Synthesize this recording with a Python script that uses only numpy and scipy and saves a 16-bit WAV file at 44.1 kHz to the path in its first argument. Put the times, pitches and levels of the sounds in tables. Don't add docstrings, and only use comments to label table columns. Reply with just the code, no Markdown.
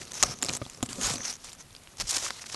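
import sys
import numpy as np
from scipy import signal
from scipy.fft import rfft, irfft
from scipy.io import wavfile

SR = 44100
rng = np.random.default_rng(int(sys.argv[2]) if len(sys.argv) > 2 else 0)


def volts(x):
    e = np.asarray(x, float) / 20
    return 10 ** e


def wav_out(sig):
    wavfile.write(sys.argv[1], SR, np.round(np.clip(np.atleast_2d(sig).T, -1, 1) * 32767).astype(np.int16))


N = 112454


def rms_one(x):
    return x / np.sqrt(np.mean(x ** 2) + 1e-20)


def colour(x, points):
    hz, db = np.transpose(points)
    grid = np.maximum(np.fft.rfftfreq(len(x), 1 / SR), 1)
    gain = volts(np.interp(np.log(grid), np.log(hz), db))
    return irfft(rfft(x) * gain, len(x))


def band_pass(x, low_hz, high_hz):
    return signal.sosfilt(signal.butter(2, [low_hz, high_hz], "band", fs=SR, output="sos"), x)


def resonance(x, hz, width_hz):
    r = np.exp(-np.pi * width_hz / SR)
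    poles = [1, -2 * r * np.cos(2 * np.pi * hz / SR), r * r]
    return signal.lfilter((1 - r * r) / 2 * np.array([1, 0, -1]), poles, x)


def drift(rate_hz):
    r = np.exp(-2 * np.pi * rate_hz / SR)
    settle = 4000
    wander = signal.lfilter([1], [1, -2 * r, r * r], rng.standard_normal(N + settle))
    return rms_one(wander[settle:])


def grains(per_s, spread_db):
    sizes = volts(spread_db * np.minimum(rng.exponential(1, N), 4)) * rng.choice([-1, 1], N)
    return sizes * (rng.random(N) < per_s / SR)


# (frequency [Hz], level per Hz [dB])
HUSH_COLOUR = [(12, -19), (20, -2), (157, -5.5), (276, -11.5), (944, -16), (1050, -16.5), (12000, -21.5),
               (15600, -67), (22000, -120)]


def hush():
    air = rms_one(colour(rng.standard_normal(N), HUSH_COLOUR))
    return volts(-55 + 1.0 * drift(1.0)) * air


# (time [s], peak level [dB], length [s])
AIR_PUFFS = [
    (0.255, -39.5, 0.072),
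    (1.068, -45, 0.082),
    (1.71, -57.5, 0.16),
    (1.997, -48, 0.034),
    (2.034, -42.5, 0.059),
    (2.18, -56, 0.29),
]


def puffs():
    t = np.arange(N) / SR
    air = rms_one(band_pass(rng.standard_normal(N), 25, 105.5))
    swells = sum(volts(db) * np.exp(-(2 * (t - s) / length) ** 2) for s, db, length in AIR_PUFFS)
    return air * swells


# (frequency [Hz], level [dB], time to fall 60 dB [s])
WALL_MODES = [(96, -7, 0.031), (127.3, -4.5, 0.078), (243.6, 1.5, 0.034), (386, -3, 0.027),
              (533, -2.5, 0.024), (717, -5, 0.026), (1065, -4, 0.013), (1242, -7.5, 0.03)]


def wall(clicks):
    out = 0
    for row, (hz, level_db, t60) in zip(clicks, WALL_MODES):
        r, w = volts(-60 / (t60 * SR)), 2 * np.pi * hz / SR
        poles = [1, -2 * r * np.cos(w), r * r]
        out = out + volts(level_db) * signal.lfilter([0, np.sin(w)], poles, row + 1e-18)
    return signal.sosfilt(signal.butter(2, 42, "high", fs=SR, output="sos"), out)


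# (time [s], level [dB])
HOLD_LEVEL = [(0, -47), (.1, -53), (.3, -39), (.39, -57), (.44, -44), (.58, -46.5), (.68, -55.5),
              (.79, -54.5), (.9, -47), (1.06, -37.5), (1.22, -45.5), (1.33, -60.5), (1.9, -66.5),
              (2.55, -54.5)]


def hold():
    knocks_per_s, knock_spread_db, lump_db, lumps_per_s = 370, 4.3, 2.0, 12.5
    modes = len(WALL_MODES)
    knocks = grains(knocks_per_s * modes, knock_spread_db) * volts(lump_db * drift(lumps_per_s))
    dealt = rng.integers(0, modes, N)
    rumble = rms_one(wall([knocks * (dealt == k) for k in range(modes)]))
    s, db = np.transpose(HOLD_LEVEL)
    return volts(-0.5 + np.interp(np.arange(N) / SR, s, db)) * rumble


# (frequency [Hz], level per Hz [dB])
PAPER_COLOUR = [(120, -30), (200, -8.5), (675, -2.5), (919, 0), (2240, -1.5), (6700, -0.5), (12000, -10.5),
                (15600, -39), (22000, -120)]


def paper(x):
    return colour(x, PAPER_COLOUR)


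# (start [s], firmest time [s], end [s], rms level [dB], ring [Hz])
RUBS = [(0.132, .155, 0.18, -36, 6200), (0.172, 0.213, 0.27, -33.5, 5940), (0.245, 0.318, 0.342, -35, 5620),
        (0.335, .37, .42, -48.5, 6100), (0.532, 0.536, 0.561, -32.5, 6250),
        (0.893, 0.89, 0.96, -48.5, 3100), (1.884, 1.915, 1.98, -59.5, 6450),
        (2.33, 2.394, 2.405, -47.5, 4200), (1.004, 1.014, 1.074, -33, 6650),
        (1.028, 1.05, 1.08, -31.5, 6700), (1.062, 1.075, 1.112, -33, 5550), (1.08, 1.1, 1.16, -39, 7240),
        (1.232, 1.258, 1.278, -33.5, 6000), (1.269, 1.3, 1.32, -31, 5440), (2.275, 2.28, 2.31, -45, 5330),
        (1.316, 1.327, 1.367, -43, 5950), (1.583, 1.614, 1.62, -43.5, 6120)]
SWEEPS = [(0, .018, .047, -40.5, 6000), (.047, .08, .11, -48.5, 4520), (0.108, .118, 0.12, -39.5, 5600),
          (0.422, 0.5, 0.58, -40.5, 6430), (0.585, 0.626, 0.83, -50, 5560), (0.838, 0.856, 0.87, -46, 7500),
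          (0.889, 0.888, .96, -39.5, 7700), (0.957, 0.996, 1.017, -40, 6700),
          (1.022, 1.109, 1.163, -34, 6300), (1.38, 1.44, 1.56, -50.5, 5560),
          (1.44, 1.468, 1.505, -46.5, 5650), (1.981, 1.984, 2.01, -41.5, 5500),
          (1.999, 2.0115, 2.023, -28.5, 5350), (2.014, 2.019, 2.04, -44, 5500),
          (2.03, 2.058, 2.22, -45.5, 5900), (2.119, 2.13, 2.14, -31.5, 6400),
          (2.139, 2.147, 2.173, -27, 5850), (2.16, 2.167, 2.188, -28.5, 6160),
          (2.187, 2.255, 2.29, -30.5, 6270), (2.28, 2.31, 2.47, -45.5, 5430),
          (2.409, 2.421, 2.432, -42, 5950), (2.458, 2.465, 2.473, -39.5, 5750),
          (2.479, 2.5, 2.51, -41, 5530), (2.51, 2.535, 2.56, -36, 5760)]
SKIMS = [
    (2.072, 2.076, 2.094, -33.5, 5100),
    (2.092, 2.099, 2.104, -24, 5600),
    (2.106, 2.1105, 2.116, -21, 5800),
    (1.015, 1.09, 1.08, -39.5, 6400),
]
DRAGS = [
    (.655, 0.75, .77, -58, 7300),
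    (1.12, 1.216, 1.286, -39.5, 6100),
    (.861, .864, .868, -42.5, 7500),
]


def strokes():
    patch_db, patches_per_s = 2.0, 45
    edge_db, fade_s = -9, 0.004
    clumping_db = -0.5 * drift(550) + 1.1 * drift(70)
    slips = rms_one(grains(6000, 1.5) * volts(clumping_db))

    sliding = paper(slips)
    edges = 100 * 2 ** np.arange(0, 7.6, .75)
    broad = 0
    for k, (low_hz, high_hz) in enumerate(zip(edges, edges[1:])):
        patches = volts(patch_db * drift(patches_per_s))
        broad = broad + (-1) ** k * patches * band_pass(sliding, low_hz, high_hz)
    broad = rms_one(broad)
    ring_slips = slips * rng.choice([-1, 1], N) * volts(patch_db * drift(patches_per_s))

    # (table, ring width [Hz], ring level over the broad part [dB])
    kinds = [(RUBS, 1300, 2), (SWEEPS, 3080, 0.51), (SKIMS, 6000, 13.4), (DRAGS, 820, 6.6)]
    out, t = np.zeros(N), np.arange(N) / SR
    for table, width_hz, ring_db in kinds:
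        for start, firmest, end, db, hz in table:
            part = (t >= start - fade_s) & (t < end + fade_s)
            swell = volts(db + np.interp(t[part], [start, firmest, end], [edge_db, 0, edge_db]))
            fade = np.interp(t[part], [start - fade_s, start, end, end + fade_s], [0, 1, 1, 0]) ** 2
            ringing = resonance(resonance(ring_slips[part], hz, width_hz), hz, width_hz)
            sound = rms_one(broad[part]) + volts(ring_db) * rms_one(ringing)
            out[part] += swell * fade * rms_one(sound)
    return out


# (time [s], peak level [dB], ring [Hz], thump against the snap [dB])
CRACK = [
    (.2266, -2, 6560, -31),
    (.2289, -7, 5960, -32),
    (.2325, -6.5, 4120, -12.5),
    (.2340, -4, 6200, -36),
    (.2359, -9, 5800, 0.5),
]
MORE_SNAPS = [
    (0.8215, -41, 6500, -22),
    (0.8309, -22, 7340, -4),
    (1.169, -26, 4130, -38),
    (1.205, -29, 1720, -11),
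    (2.264, -22, 1000, -20),
    (2.394, -33.5, 1930, -25),
    (2.498, -29, 1850, -16),
]
GRIP_SNAPS = [(0.1183, -22.5, 5940, -43), (0.1408, -28, 6500, -18), (0.3877, -31.5, 6140, -13),
              (0.4159, -28, 5370, -26), (0.4244, -13, 7100, -22), (0.4289, -10.5, 7240, -17.5),
              (0.4375, -20, 5440, -14), (0.4471, -17.5, 7260, -15), (0.4555, -22.5, 5260, -12.5),
              (0.463, -21, 5000, -30), (0.486, -16, 4030, -17), (0.4907, -14.5, 5050, -24.5),
              (0.4945, -18.5, 2410, -12), (0.5034, -23, 7660, -8), (0.513, -29, 7400, -5),
              (0.5246, -30.5, 2950, -15), (0.5357, -18, 6220, -20), (0.5504, -20.5, 7200, -14),
              (0.566, -20.5, 7600, -33), (0.5707, -20.5, 8100, -17)]
SHIFT_SNAPS = [(.616, -31, 1520, 5.5), (0.6202, -32.5, 2270, 6.5), (0.6524, -32.5, 3270, -19),
               (0.6635, -32.5, 3960, -4), (0.698, -27, 7090, -41), (0.7468, -31, 5400, -25),
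               (0.7738, -35, 6000, -10), (0.8072, -44, 4500, -1), (0.8355, -24, 7100, -12),
               (0.8621, -32, 7750, -20), (0.889, -31.5, 3000, -4.5), (1.013, -19.5, 6650, -19),
               (1.1369, -21.5, 7200, -8), (1.1567, -21.5, 4900, -16), (1.1812, -26, 6100, -33),
               (1.3263, -24.5, 6100, -31), (1.3376, -29, 6140, -25), (1.354, -31, 6350, -36),
               (1.366, -35.5, 6040, -29)]
REACH_SNAPS = [(1.4444, -29.5, 7150, -38), (1.4876, -35.5, 2140, -25), (1.5305, -28, 7140, -32),
               (1.707, -39, 3600, -28), (1.782, -48, 5600, -38), (1.7636, -34, 4840, -29),
               (1.835, -41, 6820, -38), (1.9706, -33.5, 6600, -12), (2.0112, -17, 5900, -37),
               (2.0702, -30, 5800, -32), (2.1479, -20.5, 5350, -14), (2.120, -24, 5770, -35),
               (2.5444, -22, 4300, -3.5)]
DRY_SNAPS = [(.8275, -15, 7600, -4.5), (.8279, -19.5, 3100, -9), (1.7499, -29.5, 3400, -36),
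             (1.8731, -32.5, 2460, -37), (2.3049, -20, 1200, -4.5), (2.3056, -21, 4100, -20),
             (2.3085, -30, 1100, -18), (0.86, -30, 5900, -27), (1.9997, -18, 5100, -24),
             (2.1818, -17.5, 4200, -29), (2.46, -36, 6100, -32), (0.93, -22, 4800, -34),
             (1.1, -23, 4100, -29), (2.3, -30, 1500, -18), (1.100, -25, 4000, -25)]
# (time [s], peak level [dB], ring [Hz])
TICKS = [(.0175, -30, 1480), (.052, -33.5, 6300), (0.079, -35, 3980), (.134, -25, 7000),
         (0.4702, -29, 5200), (0.5286, -25, 7400), (0.733, -36, 4500), (.806, -38, 600),
         (1.4395, -38, 3500), (1.494, -36, 8000), (1.518, -35, 3500), (1.522, -38, 7000),
         (1.534, -34, 7000), (1.550, -40, 7000), (1.624, -37, 5985), (1.728, -38, 6000), (2.533, -36, 1500),
         (2.440, -34.5, 1200)]


def snaps():
    rise_s, broad_db, reach = 0.00014, -1.5, 1.97
    thump_db_all, thump_spread_db = -3, 2.2
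    lifted_s, lifted_db_per_octave = 1.4, 9
    crack_end_s = CRACK[-1][0] + .01

    creases = [*CRACK, *MORE_SNAPS, *GRIP_SNAPS, *SHIFT_SNAPS, *REACH_SNAPS]
    dry_ones = [*DRY_SNAPS, *[(*tick, -60) for tick in TICKS]]
    # (events, time to fall 60 dB [s], ring width [Hz])
    kinds = [(creases, 0.009, 310), (dry_ones, 0.007, 790)]

    modes = len(WALL_MODES)
    mode_hz = np.array(WALL_MODES)[:, 0]
    lows_lost_db = lifted_db_per_octave * np.log2(mode_hz[-1] / mode_hz)
    grip_damping_db = 2.5 * (np.arange(modes) < 2)

    length = 1024
    t = np.arange(length) / SR
    out, clicks = np.zeros(N + length), np.zeros((modes, N))
    for events, t60, width_hz in kinds:
        for s, db, hz, thump_db in events:
            puff = rng.standard_normal(length) * (1 - np.exp(-t / rise_s)) * volts(-60 * t / t60)
            ring = rms_one(resonance(puff, hz, width_hz))
            dulling = signal.butter(2, np.clip(reach * hz, 2000, .45 * SR), fs=SR)
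            broad = rms_one(signal.lfilter(*dulling, paper(puff)))
            sound = ring + volts(broad_db) * broad
            i = int(s * SR)
            out[i:i + length] += volts(db) * sound / np.abs(sound).max()

            kick_db = db + thump_db + thump_db_all + thump_spread_db * rng.standard_normal(modes)
            kick_db = kick_db - grip_damping_db
            if s > lifted_s or s < crack_end_s:
                kick_db = kick_db - lows_lost_db
            clicks[:, i] += volts(kick_db) * rng.choice([-1, 1], modes)
    return out[:N] + wall(clicks)


def scene():
    return np.tile(hush() + puffs() + hold() + strokes() + snaps(), (2, 1))


def low_pass(x):
    return signal.sosfilt(signal.butter(12, 12310, fs=SR, output="sos"), x)


def record(dry):
    roll_off_hz, cutoff_hz = 11870 * .97, 11950
    mix = signal.sosfilt(signal.cheby1(6, .5, roll_off_hz, fs=SR, output="sos"), dry)
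    mix = signal.sosfilt(signal.ellip(12, .5, 60, cutoff_hz, fs=SR, output="sos"), mix)
    return low_pass(mix)


dry = scene()
out = record(dry)
wav_out(out)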